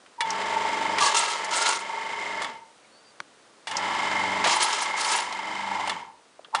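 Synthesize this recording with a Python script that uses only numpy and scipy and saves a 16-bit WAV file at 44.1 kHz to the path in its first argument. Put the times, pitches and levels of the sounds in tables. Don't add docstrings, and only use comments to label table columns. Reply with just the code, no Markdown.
import sys
import numpy as np
from scipy import signal
from scipy.fft import rfft, irfft
from scipy.io import wavfile
from scipy.ndimage import uniform_filter1d, map_coordinates

SR = 44100
rng = np.random.default_rng(int(sys.argv[2]) if len(sys.argv) > 2 else 0)


def put_to_file(sound):
    columns = np.atleast_2d(sound).T
    safe = np.clip(columns, -1, 1)
    whole_steps = np.round(safe * 32767)
    wavfile.write(sys.argv[1], SR, whole_steps.astype(np.int16))


N = 291060
T = np.arange(N) / SR


def motor():
    # after_switch_on_s [s], gear_effort [0-1], hum_share [0-1]
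    stages = [(.15, 0.71, 0.57), (.77, 0.8, 0.81), (.97, 0.9, 0.2), (1.15, 0.56, 0.1), (1.3, 0.56, .3),
              (1.5, 0.88, 0), (1.62, 0.15, 0.2), (2.1, .35, 0.48)]
    turns, pace, since = turn_shaft()
    stage_s, gear_efforts, hum_shares = np.transpose(stages)
    effort = np.interp(since, stage_s, gear_efforts)
    hum_share = np.interp(since, stage_s, hum_shares)
    at_speed = np.interp(pace, [0.9, 0.95], [0, 1])
    swing = signal.lfilter(*signal.butter(1, 1, fs=SR), at_speed)
    gears = housing_ring(turns, pace, at_speed, swing, effort)
    gears = gears + upper_whine(turns, pace, swing, effort)
    gears = gears + frame_and_bearings(turns, pace, swing, effort)
    return gears + hum(turns, pace, hum_share)


def turn_shaft():
    # start_s [s], speed [turns/s], sag [turns/s],
    # angle [turns] as the stroke begins (or at the end of the sound if that comes first)
    cycles = [(0.181, 24.9, 1.1, -.27), (3.655, 24.62, .5, -.06), (6.522, 24.6, .5, 0)]
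    stroke_from_s, stroke_to_s, switch_off_s = 0.79, 1.53, 2.26
    spin_up_s, coast_s = 0.045, 0.35
    early_drag = 0.42
    turns, pace, since = np.zeros((3, N))
    for start_s, speed, sag, angle in cycles:
        age = np.maximum(T - start_s, 0)
        spin_up = 1 - np.exp(-age / spin_up_s)
        coast = np.clip(1 - (age - switch_off_s) / coast_s, 0, 1)
        share = spin_up * coast
        drag = np.where(age < stroke_from_s, early_drag, age < stroke_to_s)
        made = np.cumsum(share * (speed - sag * drag)) / SR
        made = made + angle - np.interp(start_s + stroke_from_s, T, made)
        turns, pace, since = np.where(age > 0, [made, share, age], [turns, pace, since])
    return turns, pace, since


def housing_ring(turns, pace, at_speed, swing, effort):
    # pitch_hz [Hz], width_hz [Hz], above_db [dB], beside_db [dB]
    modes = [(827, 71, -29.5, -2), (895, 15, 7.5, 4.5), (933, 48, -1, 3), (978, 143, -33, -2)]
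    # idle_db [dB], added_by_effort_db [dB], speed_power [exponent], added_beside_base_db [dB]
    law = (-40, 9, 1.9, 1.5)
    # peak_s [s], rise_s [s], fall_s [s], level_db [dB]
    swells = [(0.212, 0.017, 0.048, -27), (.56, 0.036, 0.16, -30.5), (1.03, 0.072, 0.041, -36),
              (1.69, 0.023, 0.031, -40), (1.95, 0.063, 0.066, -40), (4.49, 0.042, 0.056, -31.5),
              (5.79, 0.094, 0.054, -32.5), (6.54, .004, 0.021, -25)]
    ring = steady(housing(teeth(turns, repeat=0.56), modes))
    tooth_above, tooth_beside = 0.64, 0.71
    tooth_share = tooth_above + (tooth_beside - tooth_above) * beside_base()
    tooth_tone = tooth_share * at_speed * mesh(turns, order=36, wobble=1.1)
    throb_db = 0.5 + swing * (9.5 + 1.5 * walk(12))
    ring = steady(ring + tooth_tone) * pressure(turns, throb_db, lead=0.02)
    return ring * (loudness(law, pace, effort) + surges(swells) * (pace > 0))


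def upper_whine(turns, pace, swing, effort):
    # pitch_hz [Hz], width_hz [Hz], above_db [dB], beside_db [dB]
    modes = [(2081, 53, 0.019, 0), (2157, 35, 0.0028, 1.6)]
    # idle_db [dB], added_by_effort_db [dB], speed_power [exponent], added_beside_base_db [dB]
    law = (-44.5, 6.5, 4, 1)
    # peak_s [s], rise_s [s], fall_s [s], level_db [dB]
    swells = [(2.27, 0.16, 0.13, -44.5), (4.2, 0.14, 0.25, -34), (4.95, 0.062, 0.026, -34.5)]
    whine = steady(housing(teeth(turns, repeat=0.32), modes)) * undb(1.2 * walk(26))
    whine = flutter(whine, turns, depth_s=0.00012)
    whine = whine * pressure(turns, throb_db=6.5 * swing, lead=-0.2)
    return whine * (loudness(law, pace, effort) + surges(swells) * (pace > 0))


def frame_and_bearings(turns, pace, swing, effort):
    # pitch_hz [Hz], width_hz [Hz], above_db [dB], beside_db [dB]
    modes = [(412.3, 21, 7.5, -12), (622, 106, 6, -4.5), (1119, 29.5, 13, 9), (1335, 53, 7, 3.5),
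             (1727, 102, 6, 1), (2520, 77, -19, -24.5), (3052, 90, 2, 1), (5040, 440, -10.5, -13.5)]
    # pitch_hz [Hz], level_db [dB]
    bearing_tone = [(60, -35), (170, -25), (300, -4.5), (600, -4), (900, 5.5), (1500, -3.5), (2100, 4),
                    (2400, -2), (3400, -5.5), (4300, -10.5), (6000, -14), (7400, -14), (10000, -24.5)]
    # idle_db [dB], added_by_effort_db [dB], speed_power [exponent], added_beside_base_db [dB]
    law = (-38, 10.5, 4, 0.57)
    frame = steady(housing(teeth(turns, repeat=0.34), modes)) * undb(0.9 * walk(9))
    frame = frame * pressure(turns, throb_db=6 * swing, lead=0.03)
    bearings = steady(colour(teeth(turns, repeat=0.62), bearing_tone)) * undb(1.4 * walk(110))
    return unit(undb(-2) * frame + bearings) * loudness(law, pace, effort)


def hum(turns, pace, share):
    # order [multiple of the shaft speed], level_db [dB]
    partials = [(2, -23), (4, -17.5), (5, -10.5), (6, -11), (7, -10), (8, 1.5), (9, -6.5), (10, -11),
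                (11, -25), (12, 2.5), (13, -3), (17, 1), (24, -0.5), (25, -8), (26, 5), (27, -1)]
    # pitch_hz [Hz], level_db [dB]
    rumble_tone = [(20, -22.5), (48, -9.5), (70, -10.5), (130, -22.5), (200, 5.5), (320, 1), (600, -0.5),
                   (1500, -45)]
    # idle_db [dB], added_by_share_db [dB], speed_power [exponent], added_beside_base_db [dB]
    law = (-63, 26, 3, 3)
    shaft = 0
    for order, level_db in partials:
        tone = np.sin(2 * np.pi * (order * turns + rng.random()))
        shaft = shaft + undb(level_db + 3.5 * walk(9)) * tone
    mains = unit(np.sin(2 * np.pi * 100 * T))
    rumble = unit(colour(rng.standard_normal(N), rumble_tone))
    mix = unit(shaft) + undb(-15) * mains + undb(-6.5) * rumble
    return mix * loudness(law, pace, share)


def teeth(turns, repeat):
    flaws = impacts(count=1800, per_s=9000, spread_db=2.5)
    place = turns % 1 * len(flaws)
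    worn = unit(map_coordinates(flaws, [place], order=3, mode="grid-wrap"))
    free = impacts(count=N, per_s=6000, spread_db=2.5)
    return np.sqrt(repeat) * worn + np.sqrt(1 - repeat) * free


def mesh(turns, order, wobble):
    return unit(np.sin(2 * np.pi * order * turns + wobble * walk(25)))


def pressure(turns, throb_db, lead):
    squeeze = undb(throb_db * np.cos(np.pi * (turns + lead)) ** 6)
    return squeeze / np.sqrt(uniform_filter1d(squeeze ** 2, size=5400))


def flutter(x, turns, depth_s):
    moment = T + depth_s * np.sin(2 * np.pi * turns)
    return map_coordinates(x, [moment * SR], order=3, mode="nearest")


def housing(x, modes):
    low = beside_base()
    out = 0
    for k, (pitch_hz, width_hz, above_db, beside_db) in enumerate(modes):
        gain = undb(above_db + low * (beside_db - above_db))
        out = out + (-1) ** k * gain * resonate(x, pitch_hz, width_hz)
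    return out


def beside_base():
    return np.interp(T, [2.8, 3.7], [0, 1])


def loudness(law, pace, effort):
    idle_db, effort_db, power, beside_db = law
    return undb(idle_db + effort_db * effort + beside_db * beside_base()) * pace ** power


def surges(rows):
    out = 0
    for peak_s, rise_s, fall_s, level_db in rows:
        away = np.maximum((peak_s - T) / rise_s, (T - peak_s) / fall_s)
        out = out + undb(level_db) * np.exp(-away)
    return out


def linkage():
    # pitch_hz [Hz], width_hz [Hz], level_db [dB]
    rod_modes = [(442, 30, 2), (947, 32, 18), (1663, 18, 14.5), (2060, 34, -14), (2743, 45, 5.5),
                 (3130, 250, -4), (3440, 53, -15), (4030, 50, 1), (4920, 57, -5), (5270, 55, -3),
                 (6550, 70, -19)]
    # pitch_hz [Hz], level_db [dB]
    slide_tone = [(50, -30), (150, -38), (350, 0), (700, -4.5), (1000, 3), (1350, 1.5), (1600, 1.5),
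                  (2100, 8.5), (3000, 9.5), (4100, 11.5), (5500, 5.5), (7000, 8), (10000, -12.5)]
    # start_s [s], length_s [s], friction_db [dB], slope_db [dB/s],
    # grit_db [dB against the friction], groan_db [dB], groan_hz [Hz]
    scrapes = [(1.0, 0.055, -24.5, 30, -5, -28, 1153), (1.145, 0.2, -24, -47, -6, -27.5, 1290),
               (1.506, 0.15, -30, -1, -2, -32, 1369), (1.652, 0.014, -24, -27, -4.5, -29, 1369),
               (4.465, 0.061, -26.5, 42, -5.5, -32, 1160), (4.599, 0.23, -24.5, -44.5, -7, -33, 1297),
               (4.965, 0.13, -33, 10, 0, -40, 1306), (5.115, 0.017, -28, 30, 0, -33.5, 1297)]
    jerks = unit(undb(walk(45) + 1.82 * walk(160)))
    contacts = impacts(count=N, per_s=12000, spread_db=1)
    rod = 0
    for pitch_hz, width_hz, level_db in rod_modes:
        rod = rod + undb(level_db + 3 * walk(30)) * resonate(contacts, pitch_hz, width_hz)
    friction = steady(unit(colour(contacts, slide_tone)) + unit(rod))
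    grit = 0
    for hz in np.geomspace(4500, 9500, num=6):
        band = resonate(impacts(count=N, per_s=8000, spread_db=1), hz, hz / 8)
        grit = grit + band * undb(5 * walk(70))
    grit = unit(grit * undb(2.6 * walk(55)))
    rough = walk(170) + 1j * walk(170)
    out = 0
    for start_s, length_s, friction_db, slope_db, grit_db, groan_db, groan_hz in scrapes:
        groan = np.real(rough * np.exp(2j * np.pi * groan_hz * T))
        scrape = undb(friction_db) * (friction + undb(grit_db) * grit)
        out = out + rub(start_s, length_s, slope_db) * (scrape + undb(groan_db) * groan)
    return jerks * out


def rub(start_s, length_s, slope_db):
    attack_s, release_s = 0.0076, 0.054
    age = np.maximum(T - start_s, 0)
    hold = undb(slope_db * np.minimum(age, length_s))
    release = np.exp(-np.maximum(age - length_s, 0) / release_s)
    return np.minimum(age / attack_s, 1) * hold * release


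def blows():
    return clacks() + take_ups() + pings() + odd_knocks()


def clacks():
    # [dB, gain of the bracket ring]
    rows = [(0.206, -29, 0.066, 19.5), (2.419, -31.5, 0.096, 7), (2.445, -36.5, 0.03, 20),
            (3.671, -33.5, 0.14, 9.5), (3.712, -34.5, 0.074, 14), (5.325, -30.5, 0.045, -10),
            (5.874, -28, 0.043, 1), (5.895, -31, 0.06, 19.5), (6.548, -25.5, 0.078, 8.5)]
    # pitch_hz [Hz], level_db [dB]
    clack_tone = [(80, -23), (400, -10), (800, 12.5), (1250, 8), (1550, 1), (1850, -2), (2700, 2),
                  (4200, 3), (6000, -3.5), (10000, -7.5)]
    # pitch_hz [Hz], width_hz [Hz], level_db [dB]
    bracket_modes = [(1310, 17, 2), (1817, 270, 6), (1820, 20, -32), (2260, 21, 5.5), (2850, 84, 6),
                     (3410, 19, 11.5), (3570, 26, -4), (4450, 220, -25.5)]
    out = 0
    for start_s, burst_db, t60_s, ring_db in rows:
        chatter = strike(rng.standard_normal(N), start_s, burst_db, t60_s)
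        bracket = sum(undb(level_db) * resonate(chatter, pitch_hz, width_hz)
                      for pitch_hz, width_hz, level_db in bracket_modes)
        out = out + undb(5) * colour(chatter, clack_tone) + undb(ring_db) * bracket
    return out


def take_ups():
    rows = [(0.983, -11.5, .077, -36), (1.724, -17.5, 0.082, -46.5), (4.441, -11.5, 0.39, -39),
            (5.186, -15, 0.062, -56)]
    thud_lag_s = 0.029
    out = 0
    for start_s, crack_db, crack_t60_s, thud_db in rows:
        out = out + knock(start_s, crack_db, 1830, 3700, crack_t60_s)
        out = out + knock(start_s + thud_lag_s, thud_db, 170, 390, 0.14)
    return out


def pings():
    rows = [(0.304, -18), (3.768, -12.5)]
    return sum(knock(start_s, level_db, 5600, 2100, 0.04) for start_s, level_db in rows)


def odd_knocks():
    rows = [(0.061, -41, 1800, 2000, .04), (1.444, -23, 5900, 5000, 0.059), (2.845, -51, 2280, 150, .08),
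            (3.202, -18, 1380, 1230, 0.014), (3.2022, -27, 4000, 3500, 0.013),
            (3.202, -47, 250, 350, 0.067), (4.458, -15.5, 684, 724, 0.099), (4.858, -23, 3500, 4000, 0.036),
            (6.392, -34.5, 547, 320, 0.015), (6.446, -33.5, 3290, 800, 0.032),
            (6.447, -39, 1370, 800, 0.054), (6.483, -45, 520, 350, 0.015),
            (6.546, -16.5, 1287, 205.4, 0.06)]
    return sum(knock(*row) for row in rows)


def knock(start_s, level_db, pitch_hz, width_hz, t60_s):
    body = strike(rng.standard_normal(N), start_s, 0, t60_s)
    for _ in range(2):
        body = resonate(body, pitch_hz, width_hz)
    return undb(level_db) * body / np.abs(body).max()


def strike(sound, start_s, level_db, t60_s):
    age = np.clip(T - start_s, 0, 10 * t60_s)
    attack = np.minimum(age / 0.00042, 1)
    decay = np.exp(-np.log(1000) * age / t60_s)
    return sound * (undb(level_db) * attack * decay + 1e-18)


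def squeaks():
    rows = [(2.9, .13, -57.5, 4340, 4640), (3.03, .1, -57, 4770, 4640)]
    out = 0
    for start_s, length_s, level_db, from_hz, to_hz in rows:
        along = np.clip((T - start_s) / length_s, 0, 1)
        hz = from_hz + (to_hz - from_hz) * along + 12 * walk(150)
        tone = np.sin(2 * np.pi * np.cumsum(hz) / SR)
        out = out + undb(level_db) * np.sin(np.pi * along) * tone
    return out


def workshop(x):
    # pitch_hz [Hz], level_db [dB]
    room_tone = [(18, -60), (30, -29), (76, -18), (215, -3.5), (249, -2), (404, -2), (456, 1), (859, -2),
                 (1180, -2.5), (2330, -8.5), (4590, -10.5), (5190, -12), (10000, -16), (13000, -59),
                 (22000, -120)]
    # time_s [s], level_db [dB]
    room_level = [(0, -56), (3.6, -56), (6.2, -58.5), (6.6, -57)]
    age = T[:SR // 2]
    tail = rng.standard_normal(len(age)) * np.exp(-np.log(1000) * age / 0.22)
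    tail = tail * (age > 0.004)
    echo = signal.fftconvolve(x, tail / np.sqrt(np.sum(tail ** 2)))[:N]
    air_db = np.interp(T, *np.transpose(room_level)) + 0.15 * walk(7.3)
    air = unit(colour(rng.standard_normal(N), room_tone)) * undb(air_db)
    return x + undb(-32.5) * echo + air


def undb(db):
    return 10 ** (np.asarray(db) / 20)


def unit(x):
    return x / np.sqrt(np.mean(x ** 2))


def steady(x):
    floor = np.mean(x ** 2) / 20 / 20
    return x / np.sqrt(uniform_filter1d(x ** 2, size=1500) + floor)


def walk(rate):
    k = int(SR / rate)
    steps = np.repeat(rng.standard_normal(N // k + 1), k)
    return unit(uniform_filter1d(steps, k)[:N])


def impacts(count, per_s, spread_db):
    hits = rng.random(count) < per_s / SR
    strength = rng.standard_normal(count) * undb(spread_db * rng.standard_normal(count))
    return unit(hits * strength)


def resonate(x, hz, width_hz):
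    return signal.lfilter(*signal.iirpeak(hz, hz / width_hz, fs=SR), x)


def colour(x, points):
    size = 2048
    hz, db = np.transpose(points)
    grid_hz = np.arange(size + 1) * SR / 2 / size + 1
    log_gain = np.log(undb(np.interp(np.log(grid_hz), np.log(hz), db)))
    cepstrum = irfft(log_gain)
    cepstrum[1:size] *= 2
    cepstrum[size + 1:] = 0
    response = irfft(np.exp(rfft(cepstrum)))
    return signal.fftconvolve(x, response)[:len(x)]


def scene():
    return workshop(motor() + linkage() + blows() + squeaks())[None]


def record(dry):
    top_hz = 10150
    rounded = 0.5 * np.tanh(dry / 0.5)
    return signal.sosfilt(signal.ellip(12, 0.2, 75, top_hz, fs=SR, output="sos"), rounded)


dry = scene()
out = record(dry)
put_to_file(out)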